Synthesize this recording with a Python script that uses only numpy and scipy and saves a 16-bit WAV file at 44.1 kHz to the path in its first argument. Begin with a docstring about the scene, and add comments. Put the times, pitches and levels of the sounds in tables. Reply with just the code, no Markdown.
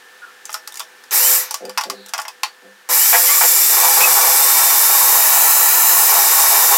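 """A food processor on a kitchen counter, heard from close by over the soft hiss of a quiet kitchen.
A plug clicks into its socket, the motor is pulsed once and coasts down, then the plastic pusher slides out
of the feed tube and is put down: noise bursts ring the plastic and the air in the tube.
The motor runs on to the end, with brush noise hissing and tones on multiples of its rotation whining,
while radishes knock, squeak and are shredded by the disc: grainy noise in the resonances of the bowl."""
import sys
import numpy as np
from scipy import signal
from scipy.fft import rfft, irfft, next_fast_len
from scipy.io import wavfile

SR = 44100
rng = np.random.default_rng(int(sys.argv[2]) if len(sys.argv) > 2 else 0)


def wrap_up_sound(samples):
    """Save the sound to the file named by the first command line argument, as 16-bit audio."""
    columns = np.atleast_2d(samples).T
    # keep every value between -1 and 1, then stretch to whole-number steps
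    tamed = np.clip(columns, -1, 1)
    steps = np.round(tamed * 32767).astype(np.int16)
    wavfile.write(sys.argv[1], SR, steps)


N = 298557
TIME = np.arange(N) / SR
PADDED = next_fast_len(N + SR // 2)
BINS = np.maximum(np.fft.rfftfreq(PADDED, 1 / SR), 1)


def from_db(db):
    """Decibels to gain."""
    return 10 ** (np.asarray(db) / 20)


def rms_one(x):
    """Scale to rms 1."""
    return x / np.sqrt(np.mean(x ** 2) + 1e-20)


def in_time(rows):
    """Second column of a table, interpolated over time."""
    s, value = np.transpose(rows)
    return np.interp(TIME, s, value)


def since(s):
    """Seconds gone by since a moment, 0 before it."""
    return np.maximum(TIME - s, 0)


def held(start, end, attack_s, release_s, shape=1):
    """Attack, hold, release; a shape above 1 lingers, then drops faster."""
    attack = 1 - np.exp(-since(start) / attack_s)
    return attack * np.exp(-(since(end) / release_s) ** shape)


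def swell(length, edge):
    """A stroke with rounded ends; edge is the share of it that is rounded."""
    return signal.windows.tukey(max(int(length * SR), 8), edge)


def add(out, s, sound):
    """Mix a sound in at a time."""
    i = max(round(s * SR), 0)
    out[i:i + len(sound)] += sound[:N - i]


def white():
    """Fresh white noise."""
    return rng.standard_normal(N)


def drift(rate):
    """Random wander with rms 1, through a fresh value rate times a second."""
    knots = rng.standard_normal(4096)
    return rms_one(np.interp(TIME * rate, np.arange(len(knots)), knots))


def grains(per_s, spread_db):
    """Random tiny impacts of uneven size; rms 1."""
    struck = rng.random(N) < per_s / SR
    sign = rng.choice([-1, 1], N)
    size = from_db(spread_db * np.minimum(rng.exponential(1, N), 4))
    return rms_one(struck * sign * size)


def band(x, low_hz, high_hz, order=2):
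    """Butterworth band-pass."""
    sos = signal.butter(order, [low_hz, min(high_hz, SR / 2 - 1)], "band", fs=SR, output="sos")
    return signal.sosfilt(sos, x + 1e-18)


def coloured(x, spectrum):
    """Filter a sound by a spectrum table; rms 1."""
    hz, db = np.transpose(spectrum)
    gain = from_db(np.interp(np.log(BINS), np.log(hz), db))
    return rms_one(irfft(rfft(x, PADDED) * gain, PADDED)[:N])


def resonate(x, modes):
    """Parallel resonances, each with its own width and peak gain."""
    out = 0
    for hz, width, db in modes:
        r = np.exp(-np.pi * abs(width) / SR)
        poles = [1, -2 * r * np.cos(2 * np.pi * hz / SR), r * r]
        ring = signal.lfilter([1, 0, -1], poles, x + 1e-18)
        out = out + from_db(db) * (1 - r * r) / 2 * ring
    return out


def kitchen(x, t60, wet_db, wall_hz):
    """Dense reflections from counter and walls: decaying noise, band-limited up to wall_hz."""
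    t = TIME[:SR // 3]
    tail = band(rng.standard_normal(len(t)), 156, wall_hz, order=1)
    tail = tail * from_db(-60 * t / t60) * (t > .004)
    return x + from_db(wet_db) * signal.fftconvolve(x, tail / np.linalg.norm(tail))[:len(x)]


def shifting_reflections(x):
    """Short dense reflections, drawn afresh and crossfaded every half second: the treble colour keeps shifting."""
    out, hop = np.zeros(N), SR // 2
    fade = signal.windows.hann(2 * hop, sym=False)
    for i in range(0, N, hop):
        piece = x[i:i + 2 * hop] * fade[:N - i]
        add(out, i / SR, kitchen(piece, t60=0.057, wet_db=-6.0, wall_hz=16000))
    return out


# Spectrum of the quiet kitchen. Each row: frequency in Hz, relative level in dB per Hz.
ROOM_SPECTRUM = [(24, -80), (40, -61), (194, -19), (329, -15), (382, -9.5), (529, -10), (585, -17),
                 (790, -8), (1070, -10), (1720, -1.5), (1950, -9.5), (3650, -13), (3930, -14), (14800, -25),
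                 (16000, -31)]
# Its steady tones. Each row: frequency in Hz, mean level in dB before the fade.
ROOM_TONES = [(501, -57.5), (1774, -50)]


def room_tone():
    """Soft hiss with a few tones wavering in pitch and level, fainter as the listener turns away."""
    tones = 0
    for hz, db in ROOM_TONES:
        phase = 2 * np.pi * np.cumsum(hz + 4 * drift(30)) / SR
        tones = tones + from_db(db + 2 * drift(7.0)) * np.sin(phase)
    hiss = from_db(-46) * coloured(white(), ROOM_SPECTRUM)
    fade_db = np.interp(TIME, [1.0, 2.7], [0.1, -2.5])
    return (hiss + tones) * from_db(fade_db)


# Pusher and radishes slide in the tube. Each row: start in seconds, length in seconds, drive level in dB.
SLIDES = [(1.601, 0.096, -27.5), (1.85, 0.091, -29.5), (1.934, 0.075, -40), (2.618, 0.078, -42.5),
          (3.505, 0.64, -42.5)]
# Air in tube and bowl. Each row: resonance in Hz, width in Hz, gain in dB.
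TUBE_AIR = [(199, 7, 4), (280, 60, -8), (395, 35, -1), (445, 35, -2), (510, 14, 5), (630, 60, -11)]


def slides():
    """Whatever slides down the hollow tube rubs it and sets the air inside ringing."""
    pressure = np.zeros(N)
    for s, length, db in SLIDES:
        add(pressure, s, from_db(db) * swell(length, 0.14))
    return from_db(13) * band(resonate(pressure * white(), TUBE_AIR), 175, 800, order=5)


def tube_hum(bowl_gain):
    """The loaded disc stirs the air in the tube into a hollow hum."""
    return from_db(-39) * bowl_gain * rms_one(band(resonate(white(), TUBE_AIR), 250, 350))


def low_rumble(bowl_gain):
    """Faint low noise below 200 Hz that follows the level of the bowl."""
    return from_db(-46.5) * bowl_gain * rms_one(band(white(), 15, 200, order=1))


# Wet and dry squeaks. Each row: start in seconds, length in seconds, start pitch in Hz, end pitch in Hz,
# level in dB, unsteadiness of pitch from 0 to 1.
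SQUEAKS = [(0.219, 0.033, 1504, 1426, -34, 0.05), (0.261, 0.05, 1380, 1285, -42, 0.06),
           (1.94, 0.16, 4150, 3920, -45, 0.06), (3.277, 0.079, 2020, 2370, -23.5, 0.03),
           (3.264, 0.043, 2860, 3230, -29, 0.03), (3.29, 0.11, 1119, 1160, -24.5, 0.06),
           (4.003, 0.11, 1150, 1344, -26, 0.09), (4.005, 0.026, 2460, 2610, -16.5, 0.03),
           (4.035, 0.0145, 2590, 2526, -13, 0.01)]


def squeaks():
    """Stick-slip: short unsteady tones that glide."""
    out, unsteady = np.zeros(N), drift(700)
    for s, length, start_hz, end_hz, db, waver in SQUEAKS:
        stroke = swell(length, 0.097)
        glide = np.linspace(start_hz, end_hz, len(stroke))
        hz = glide * (1 + waver * unsteady[int(s * SR):][:len(stroke)])
        add(out, s, from_db(db) * stroke * np.sin(2 * np.pi * np.cumsum(hz) / SR))
    return out


# Fingers fumble with the parts. Each row: start in seconds, length in seconds, mean tick level in dB.
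FUMBLES = [(0.497, .025, -27.5), (0.716, .03, -26.5), (2.058, .045, -29), (2.19, .03, -23)]
TICK_GAP_S, TICK_SPREAD_DB = .015, 2.5
TICK_LOW_HZ, TICK_HIGH_HZ = 1370, 4900  # centres; each tick strays up to half an octave
TICK_RING_DB, TICK_BRIGHT_DB = 14, 11


def ticks():
    """Small contacts at uneven intervals while the fingers fumble, as rows like those of CLICKS."""
    rows = []
    for s, length, db in FUMBLES:
        chance = rng.uniform(-1, 1, (8, 4))
        for k, (late, loud, low, high) in enumerate(chance):
            delay = TICK_GAP_S * (k + .5 + late / 3)
            if delay < length:
                level_db = db + TICK_SPREAD_DB * loud
                low_hz, high_hz = TICK_LOW_HZ * 2 ** (low / 2), TICK_HIGH_HZ * 2 ** (high / 2)
                rows.append((s + delay, level_db, low_hz, high_hz, TICK_RING_DB, TICK_BRIGHT_DB))
    return rows


# Plastic contacts of plug, switch and pusher. 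Each row: start in seconds, level in dB (rms over 0.2 s
# is 22.5 dB lower), low ring in Hz, high ring in Hz, gain of the high ring in dB, brightness in dB.
CLICKS = [(0.454, -20.5, 1770, 6040, 28, 18), (0.493, -20, 1270, 5680, 14, -11),
          (0.528, -19.5, 1370, 5990, 8, 24), (0.542, -11, 1280, 6470, 2, 1.5),
          (0.675, -18.5, 1190, 6700, -3, 8), (0.756, -24, 1300, 5340, 10, 11),
          (0.772, -20.5, 2080, 6850, 6, 15), (0.795, -16, 1230, 5500, 8, 8),
          (0.803, -16, 1040, 3580, 19, -2), (1.038, -32.5, 1780, 5310, 10, 2),
          (1.109, -15.5, 1440, 6130, 30, 15), (1.509, -12, 830, 5660, 20, 10),
          (1.542, -9.5, 1130, 5700, 20, 7), (1.652, -23, 810, 4920, 26, 3),
          (1.695, -20.5, 1180, 4860, 22, 1), (1.775, -6.5, 960, 5400, 12, -4),
          (1.781, -6, 850, 5240, 16, -6), (1.81, -11.5, 1100, 5250, 16, -3),
          (1.837, -13.5, 840, 4730, 21, -2), (1.899, -10.5, 1130, 4870, 17, 1),
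          (2.136, -9, 1140, 5900, 23, 1), (2.145, -13, 810, 5310, 12, -15), (2.179, -15, 890, 5630, 14, 3),
          (2.189, -11, 1160, 5100, 9, -19), (2.252, -20, 970, 5640, 14, -12),
          (2.281, -17, 1020, 5160, 18, 1), (2.433, -4.5, 1110, 4500, 28, -4),
          (2.889, -21, 1125, 5640, 10, 22)]
# Ringing of the plastic. Each row: resonance in Hz, width in Hz, gain in dB.
PLASTIC = [(643, 10, 16.5), (845, 25, 13), (1010, 92, 1), (1080, 75, -3), (1405, 28, 9), (2014, 52, 0),
           (2930, 14, -25), (4700, 110, -23), (5200, 290, 14), (5580, 360, 20.5), (7060, 35, 6)]
CRACK_T60_S, RING_T60_S, PARTIALS_T60_S = 0.021, 0.17, .06
RING_DB, PARTIALS_DB, PARTIALS_COUNT = -14, -23, 22  # levels against the crack; dB of each partial
SPOT_WIDTH_HZ, SPOT_DB = 140, 11  # low ring of the spot struck; the high ring is twice as wide
CLACK_DB, CLACK_FOLLOWS = 4, 0.7  # mid treble of a contact, and its share of the brightness


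def clicks(contacts):
    """Each contact is a sharp crack and a short ring of the plastic, with partials drawn for the spot struck."""
    out, t = np.zeros(N), TIME[:SR // 5]
    decay = from_db(-60 * t / CRACK_T60_S) + from_db(RING_DB - 60 * t / RING_T60_S)
    dying = from_db(PARTIALS_DB - 60 * t / PARTIALS_T60_S)
    for s, level_db, low_hz, high_hz, high_db, bright_db in contacts:
        faint_hz = np.geomspace(900, 13000, 2000)[rng.integers(0, 2000, (PARTIALS_COUNT, 1))]
        partials = dying * np.sin(2 * np.pi * faint_hz * t).sum(axis=0)
        force = rng.standard_normal(len(t)) * decay + partials
        spot = [(low_hz, SPOT_WIDTH_HZ, SPOT_DB), (high_hz, 2 * SPOT_WIDTH_HZ, high_db)]
        shell = force + resonate(force, list(PLASTIC) + spot)
        body = rms_one(band(shell, 700, 2700, order=4))
        clack = rms_one(band(shell, 2500, 6600, order=3))
        tick = rms_one(band(shell, 6800, 15000))
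        hit = body + from_db(CLACK_DB + CLACK_FOLLOWS * bright_db) * clack + from_db(bright_db) * tick
        add(out, s, from_db(level_db - 22.5) * rms_one(hit))
    return out


# Speed once the motor is up, sagging under load. Each row: time in seconds, pitch of its pinion in Hz.
CRUISE = [(3.45, 3500), (3.73, 3600), (3.92, 3490), (4.35, 3500), (4.46, 3620), (4.65, 3630), (4.77, 3550),
          (4.9, 3680), (5.27, 3745), (5.48, 3835), (6.05, 3850), (6.25, 3700), (6.5, 3728), (6.77, 3600)]
# A short pulse of the switch, then a run past the end. Each row: on in seconds, off in seconds,
# jolt of the bowl in dB before its attack and release.
RUNS = [(1.112, 1.343, -30), (2.889, 6.9, -17.5)]
SPIN_UP_S, SPIN_UP_SHAPE, COAST_S = .05, .65, .125  # gathers speed fast, then ever more slowly


def whine_pitch():
    """The motor spins up when switched on and coasts down when let go; pinion pitch in Hz."""
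    share = 0
    for on, off, _ in RUNS:
        spin_up = 1 - np.exp(-(since(on) / SPIN_UP_S) ** SPIN_UP_SHAPE)
        share = share + spin_up * np.exp(-since(off) / COAST_S)
    return share * in_time(CRUISE)


# Radishes are pushed or bite harder. Each row: start in seconds, length in seconds,
# load in dB before attack and release.
PUSHES = [(3.794, 0.062, -1), (3.96, 0.092, -3.5), (4.153, 0.099, -0.5), (4.55, 0.048, -3),
          (6.075, 0.096, -1), (6.363, 0.066, -3), (6.502, 0.13, -2.5), (6.7, 0.018, 5)]
PUSH_ATTACK_S, PUSH_RELEASE_S = 0.016, 0.065
FEED_START_S, FEED_DB = 3.69, -5  # radishes rest on the disc under their own weight


def disc_load():
    """Weight of the radishes plus each push, summed as powers; about 1 at full load."""
    resting = from_db(FEED_DB) * (1 - np.exp(-since(FEED_START_S) / PUSH_ATTACK_S))
    power = resting ** 2
    for s, length, db in PUSHES:
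        power = power + (from_db(db) * held(s, s + length, PUSH_ATTACK_S, PUSH_RELEASE_S)) ** 2
    return np.sqrt(power)


# The listener moves round the machine. Each row: time in seconds, share of the front sound from 0 to 1.
FRONT = [(4.6, 0), (5.0, 0.17), (5.4, 0.8), (5.95, 0.9), (6.2, 0.1), (6.77, 0.3)]
BRUSH_DB, BRUSH_FRONT_DB = -12.19, 1.14  # from the side; change heard from the front
BRUSH_ATTACK_S, BRUSH_FADE_S, BRUSH_FADE_SHAPE = 0.02, 0.067, 1.75
GEAR_DB, GEAR_LOAD_DB = -22.5, 3  # running free; change at full load
GEAR_ATTACK_S, GEAR_FADE_S, GEAR_FADE_SHAPE = 0.0042, 0.099, 1.18
BOWL_IDLE_DB, BOWL_LOAD_DB = -31, -19  # part from the free disc; part from full load
JOLT_ATTACK_S, JOLT_RELEASE_S = 0.012, 0.025


def drive():
    """Gains of bowl, gears and brushes: all follow the switch; load makes bowl and gears louder."""
    load = disc_load()
    turning, sparking, jolts = 0, 0, 0
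    for on, off, jolt_db in RUNS:
        turning = turning + held(on, off, GEAR_ATTACK_S, GEAR_FADE_S, GEAR_FADE_SHAPE)
        sparking = sparking + held(on, off, BRUSH_ATTACK_S, BRUSH_FADE_S, BRUSH_FADE_SHAPE)
        jolts = jolts + from_db(jolt_db) * held(on, on, JOLT_ATTACK_S, JOLT_RELEASE_S)
    bowl = np.hypot(from_db(BOWL_IDLE_DB) * turning, from_db(BOWL_LOAD_DB) * load) + jolts
    gear = turning * from_db(GEAR_DB + GEAR_LOAD_DB * np.minimum(load, 1))
    brush = sparking * from_db(BRUSH_DB + BRUSH_FRONT_DB * in_time(FRONT))
    return bowl, gear, brush


# Resonances that the motor housing adds. Each row: resonance in Hz, width in Hz, gain in dB.
HOUSING = [(1338, 19, 16), (1448, 14, 17), (1927, 12, 1), (2305, 60, 3), (2532, 12, 4), (2870, 17, 0),
           (7200, 250, -1.5), (8160, 90, 1.5), (10830, 120, -2)]


def radiated(force, side, front):
    """The small housing rings and gives off no bass; its colour changes as the listener moves round it."""
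    share = in_time(FRONT)
    shell = band(force + resonate(force, HOUSING), 250, 20400)
    return (1 - share) * coloured(shell, side) + share * coloured(shell, front)


# Brush colour from the side and from the front. Each row: frequency in Hz, relative gain in dB.
BRUSHES_SIDE = [(2650, -28), (4500, -8.5), (5620, 0), (6630, -5), (7180, 0.5), (7730, 0.5), (8240, 0.5),
                (8690, -7.5), (9160, -4), (9870, -5.5), (10600, 0), (11700, 0), (12800, 4), (14500, 0),
                (16000, -6)]
BRUSHES_FRONT = [(2650, -29), (4500, -26.5), (5140, 3), (5650, -13), (6060, 1), (6630, 0.5), (7180, 4),
                 (8030, 3.5), (8550, -0.5), (9410, -3.5), (10600, 5), (11400, 1), (13300, 8.5),
                 (15100, 3.5), (16000, 3.5)]


def brushes(turns, top_db=-1.01, ripple=0.084):
    """Carbon brushes scrape and spark over the commutator, harder once a turn."""
    sparks = white() + .4 * grains(12000, 2)
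    force = sparks * (1 + ripple * np.cos(2 * np.pi * turns))
    hiss = radiated(force, BRUSHES_SIDE, BRUSHES_FRONT)
    high_pass = signal.butter(6, 9500, "high", fs=SR, output="sos")
    top = signal.sosfiltfilt(high_pass, hiss)
    top_power = from_db(top_db) ** 2  # the rest of the power lies below 9.5 kHz
    return np.sqrt(top_power) * rms_one(top) + np.sqrt(1 - top_power) * rms_one(hiss - top)


def empty_bowl_drone():
    """The motor shakes the bowl even when it is empty; weaker from the front."""
    ring = resonate(white(), [(398.0, 10, -12.5), (511.0, 2.4, 2.5)])
    return from_db(-17.5 - 38.0 * in_time(FRONT)) * rms_one(band(ring, 377, 544))


# How well the housing passes the whine. Each row: pitch in Hz, relative level in dB.
WHINE = [(800, -24), (1600, -16), (2000, -8), (2200, -16), (2700, -12), (3030, -8), (3200, -19),
         (3500, -15.5), (3620, -12.5), (3730, -14), (3850, -20)]
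# Other tones of the motor. Each row: multiple of the rotation, relative level from the side in dB,
# relative level from the front in dB.
MOTOR_TONES = [(2, -44, -25), (3, -41, -33), (24, -32, -11.5)]
PINION_TEETH = 23


def motor_song(turns, whine_hz):
    """Pinion, commutator and imbalance sing on multiples of the rotation, each flickering in level."""
    front = in_time(FRONT)
    whine_db = np.interp(whine_hz, *np.transpose(WHINE)) + 1.7 * drift(60)
    song = from_db(whine_db) * np.sin(2 * np.pi * PINION_TEETH * turns)
    for multiple, side_db, front_db in MOTOR_TONES:
        tone_db = side_db + (front_db - side_db) * front + drift(51)
        song = song + from_db(tone_db) * np.sin(2 * np.pi * multiple * turns)
    return from_db(3) * song


# Gear colour from the side and from the front. Each row: frequency in Hz, relative gain in dB.
GEARS_SIDE = [(710, -58), (1200, 0), (1440, -7), (1600, 2.5), (1760, 10), (2010, 5.5), (2140, 3), (2310, 6),
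              (2490, 1), (2920, 2), (3310, -4), (3600, 4), (4030, 4), (4570, 2), (5000, 7), (6500, 6),
              (11000, -120)]
GEARS_FRONT = [(710, -35), (1200, -3), (1480, -6.5), (1590, -10), (1740, 13), (1870, 4.5), (1990, 8),
               (2040, -6), (2330, 1), (3010, 1), (3290, -4.5), (3640, -4), (3890, 0.5), (4490, 1.5),
               (5000, -3), (6500, 7), (11000, -120)]


def gears(turns, whine_hz):
    """Teeth rattle in the housing under the song of the motor and the drone of the bowl."""
    rattle = radiated(white() + grains(3000, 1.7), GEARS_SIDE, GEARS_FRONT)
    return 0.9 * rattle + motor_song(turns, whine_hz) + empty_bowl_drone()


# Radishes meet the disc. Each row: start in seconds, drive level in dB, 60 dB decay time in seconds.
KNOCKS = [(3.128, -12.5, 0.19), (3.147, -21, 0.11), (3.411, -11, 0.073), (3.435, -16, 0.13),
          (4.006, -12.5, 0.049)]
# Bowl and lid, for the knocks and the grating. 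Each row: resonance in Hz, width in Hz, gain in dB.
BOWL = [(340, 16, -25), (421, 8, -11.5), (441, 19, -13), (505, 11.4, -3.5), (626, 1.1, 3), (705.6, 7.8, 2),
        (825, 20.3, 6), (899.5, 29, 4.5), (983, 67, 1.5), (1093, 24.5, 3), (1296, 21, -13), (1303, 73, -15),
        (1465, 23, -6)]


def knocks():
    """A radish hits the spinning disc and judders on it: decaying noise through the bowl."""
    force, t = np.zeros(N), TIME[:SR // 4]
    for s, db, t60 in KNOCKS:
        add(force, s, from_db(db - 60 * t / t60))
    shake = white()
    ring = rms_one(band(resonate(shake, BOWL), 350, 3300))
    judder = from_db(-4.5) * rms_one(band(shake, 1134, 2200))
    return band(force * (ring + judder), 380, 5000, order=4)


def grating(turns, chop=0.14, gear_ratio=2.6):
    """The disc's teeth tear off shreds in quick bursts that shake the bowl, one burst a turn of the disc."""
    bursts = 1 + chop * np.cos(2 * np.pi * turns / gear_ratio)
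    shreds = .5 * white() + grains(900, 2.93)
    force = shreds * bursts * from_db(0.17 * drift(40))
    return from_db(-0.48) * rms_one(band(resonate(force, BOWL), 372, 1580, order=4))


def scene():
    """Room, handling and machine, the same in both ears."""
    bowl, gear, brush = drive()
    whine_hz = whine_pitch()
    rotation_hz = whine_hz / PINION_TEETH * (1 + .0008 * drift(30))
    turns = np.cumsum(rotation_hz) / SR
    contacts = clicks(list(CLICKS) + ticks())
    handling = kitchen(slides() + squeaks() + contacts + knocks(), t60=0.1, wet_db=-10.0, wall_hz=5700)
    machine = low_rumble(bowl) + tube_hum(bowl)
    machine += shifting_reflections(brush * brushes(turns))
    machine += gear * gears(turns, whine_hz)
    machine += bowl * grating(turns)
    return np.tile(room_tone() + handling + machine, (2, 1))


def record(dry):
    """The highest peaks clip and the treble above 15.85 kHz is cut."""
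    low_pass = signal.ellip(12, .1, 80, 15850, fs=SR, output="sos")
    return signal.sosfilt(low_pass, np.clip(dry, -1, 1))


dry = scene()
out = record(dry)
wrap_up_sound(out)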